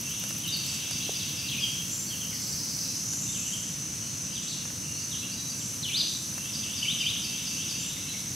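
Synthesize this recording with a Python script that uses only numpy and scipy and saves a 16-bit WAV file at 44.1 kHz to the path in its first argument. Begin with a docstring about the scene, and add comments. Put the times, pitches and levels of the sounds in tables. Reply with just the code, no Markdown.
"""A summer wood heard from the leaf litter: cicadas drone throughout over a low distant rumble, and
birds call among echoing trunks. First a small insect ticks at the top of hearing, then scrapes out a
swelling buzz; close by, a beetle stirs, dry leaves tick now and then, and a twig knocks once. Near 3 s
the insect stops short while a far buzz climbs in pitch and fades. Near 6 s the nearest bird whistles
one wide swoop, and a second later two hooked syllables."""
import sys
import numpy as np
from scipy import signal
from scipy.fft import rfft, irfft
from scipy.io import wavfile
from scipy.ndimage import uniform_filter1d

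SR = 44100
rng = np.random.default_rng(int(sys.argv[2]) if len(sys.argv) > 2 else 0)


def master(y):
    """Save y as 16-bit WAV."""
    cut = np.clip(np.atleast_2d(y).T, -1, 1)
    pcm = np.round(cut * 32767)  # scale
    wavfile.write(sys.argv[1], SR, pcm.astype(np.int16))


N = 368235
T = np.arange(N) / SR
HZ = np.maximum(np.fft.rfftfreq(N, 1 / SR), 1)


def from_db(db):
    """Decibels to gain."""
    return 10 ** (np.asarray(db) / 20)


def rms_one(x):
    """Scale to unit power."""
    return x / np.sqrt(np.mean(x ** 2) + 1e-20)


def at_hz(points):
    """A curve over frequency, read at every bin."""
    hz, value = np.transpose(points)
    return np.interp(np.log(HZ), np.log(hz), value)


def resonances(modes):
    """Gain by frequency of a few steep-sided resonances."""
    return np.sqrt(sum((from_db(db) / (1 + (2 * (HZ - hz) / width) ** 2)) ** 2 for hz, width, db in modes))


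def drift(rate_hz):
    """Smooth random modulation of rms 1."""
    return rms_one(irfft(rfft(rng.standard_normal(N)) / (1 + (HZ / rate_hz) ** 2), N))


def gate(start_s, end_s, attack_s, release_s):
    """An envelope that rises, holds at 1 and falls."""
    return np.clip((T - start_s) / attack_s, 0, 1) * np.clip((end_s - T) / release_s, 0, 1)


def bursts(hits, decay_s):
    """An envelope that jumps at each (t/s, level/dB) and dies away."""
    jumps = np.zeros(N)
    for s, db in hits:
        jumps[max(round(s * SR), 0)] = from_db(db)
    return signal.lfilter([1], [1, -np.exp(-1 / (decay_s * SR))], jumps + 1e-18)


def add(track, s, sound):
    """Mix a sound into a track, starting at s seconds."""
    start = max(round(s * SR), 0)
    track[start:start + len(sound)] += sound[:N - start]


def stereo(mid, side, alike):
    """Left and right from mid and side; the more alike, the narrower the image."""
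    return np.sqrt(1 + alike) * mid + np.sqrt(1 - alike) * side * [[1], [-1]]


def surround(colour):
    """Stereo noise of the given colour arriving from all around; rms 1."""
    # likeness of the two ears: f/Hz, correlation
    likeness = [(22, .5), (55, 0.98), (170, 1), (280, 0.96), (450, 0.51), (740, -0.38), (1250, 0.15),
                (2000, 0.53), (3300, 0.87), (6000, 0.8), (9000, 0.81), (15000, 0.18)]
    alike = np.clip(at_hz(likeness), -.999, .999)
    mid, side = rfft(rng.standard_normal((2, N))) * colour
    return rms_one(irfft(stereo(mid, side, alike), N))


def foliage(x, share, spread_s, count=14):
    """Ground and nearby leaves add a few early reflections, so that gliding tones flicker."""
    lags_s = rng.uniform(.0004, spread_s, count)
    gains = rng.choice([-1, 1], count) / np.sqrt(count)
    response = np.zeros(N)
    response[0] = 1
    response[np.maximum(lags_s * SR, 1).astype(int)] = share * gains
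    return irfft(rfft(x) * rfft(response), N) / np.sqrt(1 + share ** 2)


def wood_reverb(x, build_s, alike, t60_s=.8, echoes_per_s=2500):
    """Trunks and leaves scatter a sound into a cloud of echoes that builds up and dies away."""
    t = T[:SR]
    echoes = rng.standard_normal((2, SR)) * (rng.random((2, SR)) < echoes_per_s / SR)
    mid, side = echoes * from_db(-60 * t / t60_s) * (1 - np.exp(-t / build_s))
    response = stereo(mid, side, alike)
    response /= np.sqrt(np.sum(response ** 2) / 2)
    return signal.fftconvolve(x[None], response, axes=1)[:, :N]


def background(rumble_db=-42, air_db=-44.5, swell_db=.28):
    """The bed: a far rumble under the even hush of the canopy."""
    # colours of the rumble and of the air of the wood: f/Hz, level/dB
    rumble_colour = [(20, -30), (40, -22), (60, -13.5), (85, -4.5), (120, 1), (175, -.5), (250, -4.5),
                     (335, -9.5), (378, -19.5), (425, -17.5), (520, -17.5), (750, -22.5), (1500, -45)]
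    air_colour = [(200, -5.5), (600, 0), (1000, 3), (1500, 1.5), (2000, 0), (2800, 4.5), (3500, -0.5),
                  (4300, 4.5), (5300, 2.5), (7000, -5), (9000, -0.5), (15000, -12)]
    rumble = surround(from_db(at_hz(rumble_colour))) * from_db(rumble_db + swell_db * drift(8.7))
    air = surround(from_db(at_hz(air_colour))) * from_db(air_db)
    return rumble + air


def bird_wash():
    """The furthest birds sing in bouts that merge into a wash."""
    # bouts of song: middle t/s, half length/s, level/dB
    bouts = [(.2, 0.65, -47.5), (1.25, 0.61, -42.5), (3.6, 0.39, -51), (4.4, 0.28, -54), (7.3, 0.75, -43.5)]
    # colour of the wash: f/Hz, level/dB
    colour = [(1900, -21), (2200, -4), (2450, -5), (2700, 6), (3200, 0.5), (3900, 0.5), (4300, -13),
              (4750, 0.5), (5600, -19)]
    singing = sum(from_db(db) * np.exp(-.5 * ((T - s) / half_s) ** 4) for s, half_s, db in bouts)
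    return surround(from_db(at_hz(colour))) * singing


def whistle(hz, waver_hz):
    """A bird's near-pure tone of rms 1, its pitch slightly unsteady."""
    wobble = rms_one(uniform_filter1d(rng.standard_normal(len(hz)), size=70))
    return np.sqrt(2) * np.sin(2 * np.pi * np.cumsum(hz + waver_hz * wobble) / SR)


def note(length_s, start_hz, middle_hz, end_hz):
    """A whistle bent through three pitches, with soft ends and a burr."""
    progress = np.linspace(0, 1, int(length_s * SR))
    bend = np.polyfit([0, .5, 1], [start_hz, middle_hz, end_hz], 2)
    return whistle(np.polyval(bend, progress), waver_hz=89.5) * signal.windows.tukey(len(progress), .5)


def slur(length_s, start_hz, end_hz):
    """A note that glides evenly in musical pitch."""
    return note(length_s, start_hz, np.sqrt(start_hz * end_hz), end_hz)


def whoop(low_hz=2685, high_hz=3886, hold_s=.06, lift_s=.12, swell_db=.5):
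    """A distant bird holds a low whistle, then lifts it."""
    t = np.arange(0, hold_s + lift_s, 1 / SR)
    lift = np.clip((t - hold_s) / lift_s, 0, 1)
    tone = whistle(low_hz + (high_hz - low_hz) * lift, waver_hz=55)
    return tone * from_db(swell_db * lift) * signal.windows.tukey(len(t), .25)


def stray_notes(count=16, low_hz=2590, high_hz=4140, length_s=.062, glide_octaves=.15):
    """Fainter birds put in slurs at random times and pitches; yields t/s, sound."""
    for k, (when, height, glide) in enumerate(rng.random((count, 3))):
        start_hz = low_hz * (high_hz / low_hz) ** height
        end_hz = start_hz * 2 ** (glide_octaves * (2 * glide - 1))
        yield (k + when) / count * T[-1], slur(length_s, start_hz, end_hz)


def far_calls(scoop_hz=797, chip_period_s=.231):
    """The cue list of calls among the trees: t/s, sound, level/dB, direct send/dB."""
    # short slurred or held notes: t/s, length/s, start f/Hz, end f/Hz, level/dB
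    slurs = [(0.194, .06, 2960, 2700, -44), (0.431, 0.041, 3320, 2747, -36),
             (0.472, 0.035, 3870, 3640, -34.5), (0.515, 0.048, 5030, 4100, -33),
             (0.619, 0.057, 4230, 3020, -48), (1.00, 0.049, 3110, 4620, -40),
             (1.184, 0.051, 4640, 3010, -39), (1.474, 0.033, 4600, 3000, -36),
             (1.51, 0.039, 3750, 2240, -35), (1.576, 0.033, 2253, 3290, -35.5),
             (1.616, 0.043, 3360, 3090, -29.5), (2.062, 0.045, 4800, 4190, -44.5),
             (2.093, 0.062, 3490, 2653, -41.5), (2.205, .042, 3420, 2640, -41),
             (2.312, .028, 2295, 2000, -48), (2.818, .11, 4070, 4060, -50),
             (3.27, 0.043, 3680, 3570, -43.5), (3.326, 0.072, 3600, 2365, -44),
             (3.458, .04, 3210, 2670, -44), (3.516, 0.033, 2720, 3530, -38.5),
             (4.02, 0.042, 4670, 3950, -49), (4.284, .08, 4900, 4780, -48),
             (4.345, .047, 4110, 2700, -40.5), (4.468, .029, 3350, 5230, -39),
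             (4.504, .03, 4870, 3200, -38), (4.499, 0.17, 2865, 2780, -50.5),
             (4.787, 0.2, 2840, 2763, -50.5), (4.92, .12, 4120, 4960, -48), (5.104, 0.055, 4180, 2630, -39),
             (5.17, 0.063, 3940, 3990, -46), (5.213, 0.049, 2667, 2860, -42.5),
             (5.305, .04, 4220, 5260, -42.5), (5.37, .046, 4000, 3930, -44.5),
             (5.487, 0.045, 4760, 4600, -44), (5.597, 0.034, 4020, 2670, -46.5),
             (6.62, 0.035, 3780, 2640, -40), (7.908, 0.028, 3280, 4100, -41),
             (7.961, 0.018, 2270, 2010, -47), (8.078, 0.041, 4010, 3940, -41.5),
             (8.132, .021, 2350, 2050, -46)]
    # lifting whistles: t/s, level/dB
    whoops = [(0.0, -45.5), (0.72, -45.5), (0.95, -44.5), (1.19, -48), (1.38, -45), (4.22, -49.5),
              (6.34, -46.5), (6.60, -45), (7.23, -43), (7.49, -43), (7.70, -44.5), (7.98, -48)]
    # thin contact calls that scoop up to a held pitch: t/s, length/s, held f/Hz, level/dB
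    seets = [(0.633, .055, 7750, -40), (1.904, 0.039, 7350, -33), (2.405, .041, 7590, -38),
             (4.415, .04, 7620, -41), (5.571, 0.041, 7420, -40), (6.10, .035, 7520, -42),
             (7.763, 0.079, 7320, -40.5)]
    # a chip that slides down and settles: length/s, start f/Hz, middle f/Hz, end f/Hz
    chip = (.046, 6000, 4820, 4600)
    # even runs of that chip: start t/s, end t/s, level/dB
    chip_runs = [(0.662, 1.70, -38), (6.518, 7.79, -37)]
    calls = [(s, slur(*shape), db, 1) for s, *shape, db in slurs]
    calls += [(s, whoop(), db, -2) for s, db in whoops]
    calls += [(s, note(length_s, hz - scoop_hz, hz, hz), db, -6) for s, length_s, hz, db in seets]
    for start_s, end_s, db in chip_runs:
        calls += [(s, note(*chip), db, -2.5) for s in np.arange(start_s, end_s, chip_period_s)]
    return calls + [(s, sound, -52, -3) for s, sound in stray_notes()]


def far_birds(echo_db=1.5, through_db=-2):
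    """With distance the direct sound fades and mostly echoes arrive."""
    song, direct = np.zeros(N), np.zeros(N)
    for s, sound, db, send_db in far_calls():
        add(song, s, sound * from_db(db))
        add(direct, s, sound * from_db(db + send_db))
    wash = bird_wash()
    through_leaves = from_db(through_db) * foliage(direct, share=.7, spread_s=.016)
    echoes = from_db(echo_db) * wood_reverb(song, build_s=.0047, alike=.79)
    return through_leaves + echoes + wash


def far_buzz(start_s=2.22, end_s=3.86, low_hz=5270, high_hz=7010, half_width_hz=780, level_db=-37):
    """A rasping band, blurred by distance, that swells, climbs once and fades."""
    climb = (1 + np.tanh((T - 3.08) / .2)) / 2   # steepest at 3.08 s
    phase = 2 * np.pi * np.cumsum(low_hz + (high_hz - low_hz) * climb) / SR
    noise = rfft(rng.standard_normal((4, N)))
    rasp = rms_one(irfft(noise / np.sqrt(1 + (HZ / half_width_hz) ** 6), N))
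    mid, side = rasp[:2] * np.cos(phase) + rasp[2:] * np.sin(phase)   # shifts the noise up to the pitch
    from_middle = np.clip(2 * (T - start_s) / (end_s - start_s) - 1, -1, 1)
    rough_arch = from_db(level_db - 4.5 * from_middle ** 2 + drift(60))
    sounding = gate(start_s, end_s, attack_s=.15, release_s=.35)
    return (mid + .3 * side * [[1], [-1]]) * rough_arch * sounding


def leaf_litter(body_db=4, crack_db=7, decay_s=.0041):
    """Dry leaves give way with a hollow tick and a bright crack."""
    # ticks of leaves and twigs: t/s, level/dB, brightness/dB
    ticks = [(0.238, -42, 5.5), (0.306, -37.5, -4), (0.350, -47, -6), (0.725, -44, -13), (0.744, -48, 10),
             (0.911, -39.5, 2), (3.135, -46, 8), (4.654, -41, -17), (4.703, -42, -15), (6.032, -44, -8),
             (6.379, -39, -2)]
    # resonances of the hollow body and of the crack: f/Hz, width/Hz, level/dB
    body_modes = [(655, 400, 4), (1530, 860, 1.5), (2300, 700, -7)]
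    crack_modes = [(4800, 4100, -1), (9300, 5000, -1)]
    body = bursts([(s, db + body_db) for s, db, _ in ticks], decay_s)
    crack = bursts([(s, db + crack_db + bright) for s, db, bright in ticks], decay_s)
    return surround(resonances(body_modes)) * body + surround(resonances(crack_modes)) * crack


def twig_knock(band_hz=(280, 850)):
    """A soft contact sets two heavily damped modes ringing."""
    # one dull knock: t/s, gain/dB
    knock = (1.0922, -17.5)
    # modes of the twig: f/Hz, t60/s, level/dB
    modes = [(455, 0.029, -14), (640, 0.0065, -1.5)]
    start_s, gain_db = knock
    t, track = T[:SR // 10], np.zeros(N)
    ring = sum(from_db(db - 60 * t / t60) * np.sin(2 * np.pi * hz * t) for hz, t60, db in modes)
    add(track, start_s, from_db(gain_db) * ring)
    return signal.sosfilt(signal.butter(4, band_hz, "band", fs=SR, output="sos"), track)


def syllable(contour, waver_hz):
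    """A whistle that follows a short contour of t/s, f/Hz, level/dB."""
    s, hz, db = np.transpose(contour)
    t = np.arange(s[0], s[-1], 1 / SR)
    return whistle(np.interp(t, s, hz), waver_hz) * from_db(np.interp(t, s, db))


def near_bird(direct_db=-.5, echo_db=-1):
    """A whistled swoop and two hooks, just clear of their own echoes."""
    # one wide swoop, down, up and down again: t/s, f/Hz, level/dB
    swoop = [(5.828, 4300, -33.5), (5.856, 3040, -32.5), (5.885, 2900, -35), (5.90, 2300, -40),
             (5.93, 3040, -33.5), (5.95, 3646, -27), (5.988, 5140, -29.5), (6.012, 3744, -24),
             (6.024, 3430, -43)]
    # the hooked syllable, a dip and a climb: t/s from its start, f/Hz, level/dB
    hook = [(0, 2990, -13), (.012, 3055, -1), (.024, 2800, -12), (.036, 2330, -14), (.052, 2655, -15),
            (.064, 3050, -3), (.083, 3454, -8), (.100, 3830, -7), (.112, 4000, -20)]
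    # cues of the hook: t/s, gain/dB
    hook_cues = [(6.820, -23), (7, -22.5)]
    song = np.zeros(N)
    add(song, swoop[0][0], syllable(swoop, waver_hz=95))
    for s, db in hook_cues:
        add(song, s, from_db(db) * syllable(hook, waver_hz=80))
    direct = foliage(song, share=.53, spread_s=.012) * from_db([[.6], [-.6]])   # a touch left
    echoes = wood_reverb(song, build_s=.0064, alike=.85)
    return from_db(direct_db) * direct + from_db(echo_db) * echoes


def near_insect(tick_period_s=.0931, strokes_per_s=32, run_s=.7, full_s=1.1, swell_db_per_s=2.3):
    """A file drawn over a scraper: eight single strokes, then a fast crescendo that stops short."""
    # colour of the rasp: f/Hz, level/dB
    colour = [(9000, -16), (11500, -4), (13200, 0), (14200, 4), (15800, -1)]
    cycles = np.cumsum(strokes_per_s * (1 + .1 * drift(8))) / SR
    strokes = rms_one(from_db(4.5 * np.sin(2 * np.pi * cycles) + 2 * drift(40)))
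    effort = gate(run_s, end_s=2.98, attack_s=full_s - run_s, release_s=.05)
    run = strokes * effort * from_db(-50.5 + swell_db_per_s * (T - full_s))
    singles = bursts([(.009 + k * tick_period_s, -31) for k in range(8)], decay_s=.005)
    ticks = uniform_filter1d(singles, size=220)   # each stroke takes a moment to bite
    idle = from_db(-57) * np.clip(1 - T / full_s, 0, 1) ** .3   # a faint rasp between the single strokes
    rasp = (run + ticks + idle) * surround(from_db(at_hz(colour)))
    return foliage(rasp, share=.35, spread_s=.0027) * from_db([[-.7], [.7]])   # a touch right


def cicadas(chorus_db=-36.5, flutter_db=.8, sway_db=.55):
    """Countless tymbal clicks merge into noise in the body resonances; smaller insects hiss above."""
    # body resonances of the cicadas: f/Hz, width/Hz, level/dB
    modes = [(6090, 896, 0), (7900, 630, -12), (9350, 580, -14)]
    # fader ride of the small insects' hiss: t/s, level/dB
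    hiss_ride = [(0, -44), (1.5, -46), (2.4, -44.3), (3.55, -46), (3.8, -49.5), (4.6, -49.5), (5.7, -45.5),
                 (8.35, -46)]
    # colour of that hiss: f/Hz, level/dB
    hiss_colour = [(7000, -11.5), (8800, 0), (10000, 1), (11800, 2.5), (13000, -2), (14200, -12),
                   (15800, -27)]
    drone = surround(resonances(modes)) * from_db(chorus_db + sway_db * drift(2) + flutter_db * drift(120))
    hiss_db = np.interp(T, *np.transpose(hiss_ride))
    hiss = surround(from_db(at_hz(hiss_colour))) * from_db(hiss_db + sway_db * drift(6) + .5 * drift(40))
    return foliage(drone + hiss * from_db([[-.7], [.7]]), share=.17, spread_s=.03)


def scene():
    """Insects, birds and the forest floor together."""
    insects = cicadas() + near_insect() + far_buzz()
    return insects + near_bird() + far_birds() + leaf_litter() + twig_knock() + background()


def record(dry):
    """A steep low-pass takes off the top above 15.7 kHz."""
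    return signal.sosfilt(signal.ellip(12, .1, 70, 15700, fs=SR, output="sos"), dry)


dry = scene()
out = record(dry)
master(out)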